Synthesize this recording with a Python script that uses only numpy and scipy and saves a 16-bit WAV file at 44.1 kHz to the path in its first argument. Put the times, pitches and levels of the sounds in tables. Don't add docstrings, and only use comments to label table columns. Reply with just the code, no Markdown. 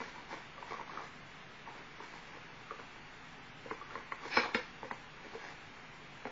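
import sys
import numpy as np
from scipy import signal
from scipy.io import wavfile
from scipy.ndimage import uniform_filter1d

SR = 44100
rng = np.random.default_rng(int(sys.argv[2]) if len(sys.argv) > 2 else 0)


def ratio_of_db(decibels):
    return 10 ** (np.asarray(decibels, float) / 20)


def generate_wav(sig):
    pcm = np.round(np.clip(np.atleast_2d(sig).T, -1, 1) * 32767).astype(np.int16)
    wavfile.write(sys.argv[1], SR, pcm)


N = 278269

# f/Hz, level/dB rms
HUM_LINES = [(30, -76), (120, -76.5), (148, -70.5), (240, -75.5)]
# f/Hz, level/dB per Hz
HISS_SPECTRUM = [(12, -30), (20, 4), (22, -16), (48, -3.5), (59, -14.5), (103, -5.5), (157, -2.5),
                 (221, -7), (256, -3.5), (296, -10.5), (379, -5.5), (618, -13), (682, -6.5), (2210, -7),
                 (7000, -27), (9100, -54.5), (15400, -120)]
# f/Hz, t60/s
ROOM_T60 = [(200, 0.16), (1000, 0.27), (3000, 0.33), (7000, 0.2)]
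# f/Hz, step/band rms
CAMERA_STEP = [(100, .15), (1000, .8), (2300, 1.5), (3500, 2.5), (5500, 2.7), (7000, 2.0)]
CAMERA_TOP_HZ = (6600, 7020, 7300, 7460)

# f/Hz, width/Hz, level/dB
RUBBED_PANEL = [(237, 70, -11.5), (325, 120, -3.5), (494, 180, -4), (704, 220, -4), (936, 200, -0.5),
                (1138, 180, -4.5)]
# f/Hz, width/Hz, level/dB
RUBBED_FOLDS = [(1660, 370, -1), (2310, 220, -5), (3100, 170, -18), (4700, 2700, -15.5)]
# firmest t/s, level/dB, rise/s, fall/s, brightness/dB
STROKES = [(0.015, -48, .05, .09, 1.5), (.17, -52, .07, .07, -3), (.335, -48, .07, .08, -2),
           (.72, -48, .07, .06, -2.5), (.8, -47, .05, .045, -6), (.925, -49.5, .06, .08, -3),
           (.99, -44.5, .1, .06, -7), (1.05, -57, .1, .055, 2), (1.79, -47, .04, .02, -10),
           (2.03, -60, .06, .15, 5), (2.15, -54, .13, .07, -1.5), (2.34, -57, .11, .08, -.6),
           (1.69, -52.5, .02, .055, -4.5), (3.93, -49.5, .04, .08, -3), (4.25, -45, .03, .06, .6),
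           (4.345, -50, .09, .2, -5), (4.39, -45, .04, .09, 4), (4.445, -40.5, .1, .075, -8),
           (4.59, -54, .05, .08, 5), (5.255, -53, .035, .06, -2), (5.345, -51, .06, .05, -4),
           (5.44, -49.5, .03, .1, -2), (5.475, -49.5, .2, .07, -3)]

# f/Hz, level/dB, t60/s
HOLLOW_BODY = [(247, 0.5, 0.054), (350, 3.5, 0.035), (442.5, 3, 0.049), (528, -5, 0.078), (743, 0, 0.013)]
# f/Hz, level/dB, t60/s
STIFF_FOLDS = [(1480, -5.5, 0.043), (1798, 4.5, 0.0085), (1910, 0, .015), (2137, 5, 0.012),
               (2677, -15.5, 0.0033), (3456, -14, 0.0095), (4170, -5, 0.018), (5370, -4, 0.014),
               (6600, -21.5, 0.0017)]

# t/s, peak level/dB, panel f/Hz, hardness (folds rel level/dB)
AXLE_SLIPS = [(0.015, -35.5, 964, -7), (0.158, -39.5, 960, -16), (0.179, -39.5, 970, -17),
              (0.306, -37, 906, -13.5), (0.376, -44, 900, -5), (0.625, -33, 953, -12),
              (0.72, -36.5, 983, -21.5), (0.738, -32, 1123, -15.5), (0.767, -38.5, 1055, -12),
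              (0.795, -33, 950, -18), (0.81, -36, 910, -12), (0.894, -38, 1104, -18),
              (0.915, -40, 900, -10), (0.973, -29, 1250, -18.5), (1.004, -36, 1193, -16),
              (1.034, -41, 1110, -6), (1.674, -35.5, 906, -22), (1.777, -41.5, 932, -18.5),
              (2.002, -33.5, 966, -16.5), (2.024, -43, 996, -23), (2.137, -40.5, 950, -14),
              (2.154, -43, 824, -10), (2.369, -39.5, 493, -16)]
# t/s, peak level/dB, panel f/Hz, hardness (folds rel level/dB), t60/s
CAM_TAPS = [(0.578, -35.5, 1170, -15, .02), (2.707, -29, 1217, -14, .027), (2.721, -44, 1270, -6, .014),
            (2.79, -33.5, 600, -13, .008), (2.796, -35, 1100, -19, .012), (2.959, -47.5, 920, -4.5, .021),
            (3.812, -38.5, 1170, -22, .05), (3.906, -39, 1375, -10.5, .033),
            (3.977, -36, 1080, -13.5, .025), (4.004, -39, 1084, -15, .015), (4.12, -29, 1100, -6.5, .028),
            (4.234, -35, 1140, -15, .018), (4.91, -22.5, 936, -19, .015), (4.921, -44, 900, -12, .022)]
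# t/s, peak level/dB, panel f/Hz, hardness (folds rel level/dB), t60/s
BOX_JOLTS = [(0.002, -30.5, 974, -9, .025), (0.327, -35.5, 878, -5, .022), (0.707, -37, 1200, -9, .03),
             (3.657, -41, 300, -30, .04), (3.71, -25.5, 1043, -11, .02), (3.953, -31.5, 1063, -9, .044),
             (4.259, -40, 430, -20, .025), (4.829, -30.5, 916, -19.5, .022), (4.844, -34, 1000, -14, .018),
             (5.245, -45, 554, -8, .03), (5.349, -40, 734, -16, .022), (6.252, -30, 820, -7, .016),
             (6.269, -35.5, 700, -8, .025)]
# t/s, peak level/dB, panel f/Hz, hardness (folds rel level/dB), t60/s
FIGURE_SNAP = [
    (4.3672, -18.5, 1140, -3.5, .033),
    (4.3700, -15, 860, -4.5, .032),
    (4.3727, -10, 1136, -3, .014),
    (4.3810, -20, 1610, -8, .047),
    (4.394, -22, 1453, -8, .016),
    (4.41, -32.5, 1180, -25, .026),
    (4.434, -24, 1235, -7.5, .05),
]
# t/s, peak level/dB, panel f/Hz, hardness (folds rel level/dB), t60/s
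LID_LANDING = [
    (4.5470, -19, 1750, -0.5, .01),
    (4.5503, -16.5, 898, -9, .018),
    (4.562, -31, 1826, -5.5, .03),
    (4.572, -33.5, 974, -2.5, .05),
]

# usual peak level/dB, body rel level/dB there, body loss/dB per dB of peak
SLIP_BODY = (-37, -17, .4)
TAP_BODY = (-33, -18.5, .1)
JOLT_BODY = (-33, -9.5, .3)
SNAP_BODY = (-16, -13, -.1)
LANDING_BODY = (-19, -11, -.6)


def rms_one(x):
    return x / np.sqrt(np.mean(x ** 2) + 1e-20)


def at_hz(points, hz):
    table_hz, values = np.transpose(points)
    return np.interp(np.log(hz), np.log(table_hz), values)


def band(x, low_hz, high_hz):
    return signal.sosfilt(signal.butter(2, [low_hz, high_hz], "band", fs=SR, output="sos"), x)


def resonances(x, peaks):
    out = 0
    for k, (hz, width_hz, level_db) in enumerate(peaks):
        r = np.exp(-np.pi * width_hz / SR)
        b = np.array([1, 0, -1]) * (1 - r * r) / 2
        a = [1, -2 * r * np.cos(2 * np.pi * hz / SR), r * r]
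        out = out + (-1) ** k * ratio_of_db(level_db) * signal.lfilter(b, a, x)
    return out


def hum():
    t = np.arange(N) / SR
    wander_rad = np.cumsum(rng.standard_normal((len(HUM_LINES), N)), axis=1) * .012
    out = 0
    for (hz, rms_db), phase in zip(HUM_LINES, wander_rad):
        out = out + np.sqrt(2) * ratio_of_db(rms_db) * np.sin(2 * np.pi * hz * t + phase)
    return out


def hiss():
    level_db = -52.5
    white = rng.standard_normal((2, N + SR))
    edges_hz = 18 * 2 ** (np.arange(28) / 3)
    out = 0
    for k, (low, high) in enumerate(zip(edges_hz, edges_hz[1:])):
        gain = ratio_of_db(at_hz(HISS_SPECTRUM, np.sqrt(low * high)))
        out = out + gain * band(white[k % 2], low, high)
    return ratio_of_db(level_db) * rms_one(out[SR:])


def room(x):
    t, tail = np.arange(SR // 2) / SR, 0
    for hz in 177 * 2. ** np.arange(6):
        noise = band(rng.standard_normal(len(t)), hz / np.sqrt(2), hz * np.sqrt(2))
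        tail = tail + noise * ratio_of_db(-60 * t / at_hz(ROOM_T60, hz))
    tail = tail * np.clip(t / 0.0031, 0, 1)
    return signal.fftconvolve(x, tail / np.sqrt(np.sum(tail ** 2)))[:N]


def pressure():
    stroke_fade_db = 12
    shudder_db, follows_db_per_db, bright_db = -55, .45, -3
    lag_s, rise_s, fall_s = .016, .02, .05
    shudders = []
    for s, peak_db, *_ in CAM_TAPS + BOX_JOLTS:
        level_db = shudder_db + follows_db_per_db * (peak_db - TAP_BODY[0])
        shudders.append((s + lag_s, level_db, rise_s, fall_s, bright_db))
    s, rub_db, rise, fall, bright = np.transpose(STROKES + shudders)[:, :, None]
    t = np.arange(0, N + 64, 64) / SR
    away = np.maximum((s - t) / np.maximum(rise, .005), (t - s) / np.maximum(fall, .005))
    level_db = rub_db - stroke_fade_db * away
    gains = ratio_of_db(level_db).max(axis=0), ratio_of_db(level_db + bright).max(axis=0)
    return [np.interp(np.arange(N) / SR, t, g) for g in gains]


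def rubbing(slips_per_s, spread_db):
    slips = (rng.random((2, N)) < slips_per_s / SR) * rng.choice([-1, 1], (2, N))
    slips = slips * ratio_of_db(spread_db * np.minimum(rng.exponential(1, (2, N)), 4)) + 1e-18
    panel = resonances(slips[0], RUBBED_PANEL)
    folds = resonances(0.43 * slips[0] + 0.7 * slips[1], RUBBED_FOLDS)
    on_panel, on_folds = pressure()
    return (on_panel * panel + on_folds * folds) / np.std(panel)


def blows(table, contact_s, swell_cycles, crack_db, thud_db, partner_db, scatter_db):
    out, t = np.zeros(N + SR), np.arange(SR // 4) / SR
    luck = rng.standard_normal((len(table), 2, len(HOLLOW_BODY) + len(STIFF_FOLDS) + 1))
    for (s, peak_db, hz, body_db, edge_db, t60), (z, detune) in zip(table, luck):
        crack = rms_one(band(rng.standard_normal(len(t)), 350, 0.42 / contact_s))
        modes = [(hz, 0, t60), (hz * 1.1, partner_db, 0.41 * t60)]
        modes += [(f, g + body_db + 1, d) for f, g, d in HOLLOW_BODY]
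        modes += [(f, g + edge_db + 1.5, d) for f, g, d in STIFF_FOLDS]
        f, g, d = np.transpose(modes)[:, :, None]
        g[2:, 0] += scatter_db * z[1:]
        f[1:, 0] *= 1 + 0.056 * detune
        soft = 1 / (1 + (f * contact_s * 1.1) ** 4)
        rise = (1 - np.exp(-t / contact_s)) ** 2
        swell = 1 - np.exp(-t * f / swell_cycles)
        decay = ratio_of_db(g - 60 * t / np.clip(d, .003, .5))
        ring = rise * np.sum(soft * swell * decay * np.sin(2 * np.pi * f * t), axis=0)
        ring += ratio_of_db(edge_db + crack_db - 60 * t / 0.013) * rise * crack
        ring += ratio_of_db(thud_db + body_db / 2 - 60 * t / .09) * np.sin(2 * np.pi * 125 * t)
        at = round((s + 3 * contact_s) * SR)
        out[at:at + len(t)] += ratio_of_db(peak_db) * ring
    return band(out[:N], 105, 9000)


def voiced(table, kind):
    usual_db, body_db, body_loss = kind
    out = []
    for s, peak_db, hz, edge_db, t60 in table:
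        out.append((s, peak_db, hz, body_db - body_loss * (peak_db - usual_db), edge_db, t60))
    return out


def light_contacts():
    slips = [(*row, .017 - .0008 * row[3]) for row in AXLE_SLIPS]
    table = voiced(slips, SLIP_BODY) + voiced(CAM_TAPS, TAP_BODY) + voiced(BOX_JOLTS, JOLT_BODY)
    return blows(sorted(table), contact_s=.0003, swell_cycles=1.3, crack_db=-5, thud_db=-18.5,
                 partner_db=-1.5, scatter_db=3.5)


def snap_and_landing():
    table = voiced(FIGURE_SNAP, SNAP_BODY) + voiced(LID_LANDING, LANDING_BODY)
    return blows(table, contact_s=.0001, swell_cycles=0.26, crack_db=-3.5, thud_db=-15,
                 partner_db=-5.5, scatter_db=1.0)


def scene():
    floor = hum() + hiss()
    rub = ratio_of_db(-2.0) * rubbing(slips_per_s=600.0, spread_db=4.0)
    taps = ratio_of_db(2.5) * light_contacts()
    knocks = ratio_of_db(-7.5) * snap_and_landing()
    wet = room(ratio_of_db(-11.5) * taps + ratio_of_db(-7.5) * knocks + ratio_of_db(-9) * rub)
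    return (taps + knocks + rub + wet + floor)[None]


def lapped_rounding(x, size, camera_sr, step_db, thrift):
    n, k = np.arange(2 * size), np.arange(size * camera_sr // SR)
    window = np.sin(np.pi * (n + .5) / (2 * size))
    basis = np.cos(np.pi / size * np.outer(k + .5, n + .5 + size / 2)) * window
    starts, lead = np.arange(0, N + size, size), size - 460 % size
    padded = np.pad(x, (lead, 3 * size))
    lines = basis @ padded[starts + n[:, None]]
    hz = (k[:, None] + .5) * SR / (2 * size)
    level = np.sqrt(uniform_filter1d(lines ** 2, size=size // 80 + 1, axis=0) + 1e-20)
    spare = rng.standard_normal(len(starts))
    uneven = uniform_filter1d(rng.standard_normal((64, len(starts))), size=2)
    uneven = rms_one(uneven)[k * 64 // len(k)]
    step = level * at_hz(CAMERA_STEP, hz) * ratio_of_db(step_db - 1.2 * spare + 1.8 * uneven)
    energy = np.sum(lines ** 2, axis=0)
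    loud = np.log10(energy / np.median(energy))
    richness = np.digitize(spare - thrift * np.clip(loud, 0, 1), [-1.8, -.3, .4])
    top_hz = np.take(CAMERA_TOP_HZ, richness)
    rounded = np.sign(lines) * np.floor(abs(lines) / step + .4) * step * (hz < top_hz)
    out = np.zeros(len(padded))
    np.add.at(out, starts + n[:, None], basis.T @ rounded * 2 / size)
    return out[lead:lead + N]


def camera(x):
    camera_sr = 16000
    power = uniform_filter1d(x ** 2, size=220)
    attack = power[440:] > ratio_of_db(2 * 12) * uniform_filter1d(power, size=880)[:-440]
    near = uniform_filter1d(np.pad(attack, (1000, 0))[:N] * 1., size=3000) > 1e-6
    short = uniform_filter1d(near * 1., size=600)
    steady = np.sqrt(np.clip(1 - short, 0, 1))
    out = steady * lapped_rounding(steady * x, 2822, camera_sr, step_db=-.5, thrift=2)
    out += short * lapped_rounding(x, 353, camera_sr, step_db=-.7, thrift=-2)
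    carrier = np.cos(2 * np.pi * camera_sr * np.arange(N) / SR)
    mirror = band(band(out, 7100, 7600) * carrier, 8500, 8850)
    return out + ratio_of_db(-16) * mirror


def top_cut(x):
    return signal.sosfilt(signal.butter(12, 8800, fs=SR, output="sos"), x)


def record(dry):
    mix = camera(dry[0])[None] - .0008
    return top_cut(mix)


dry = scene()
out = record(dry)
generate_wav(out)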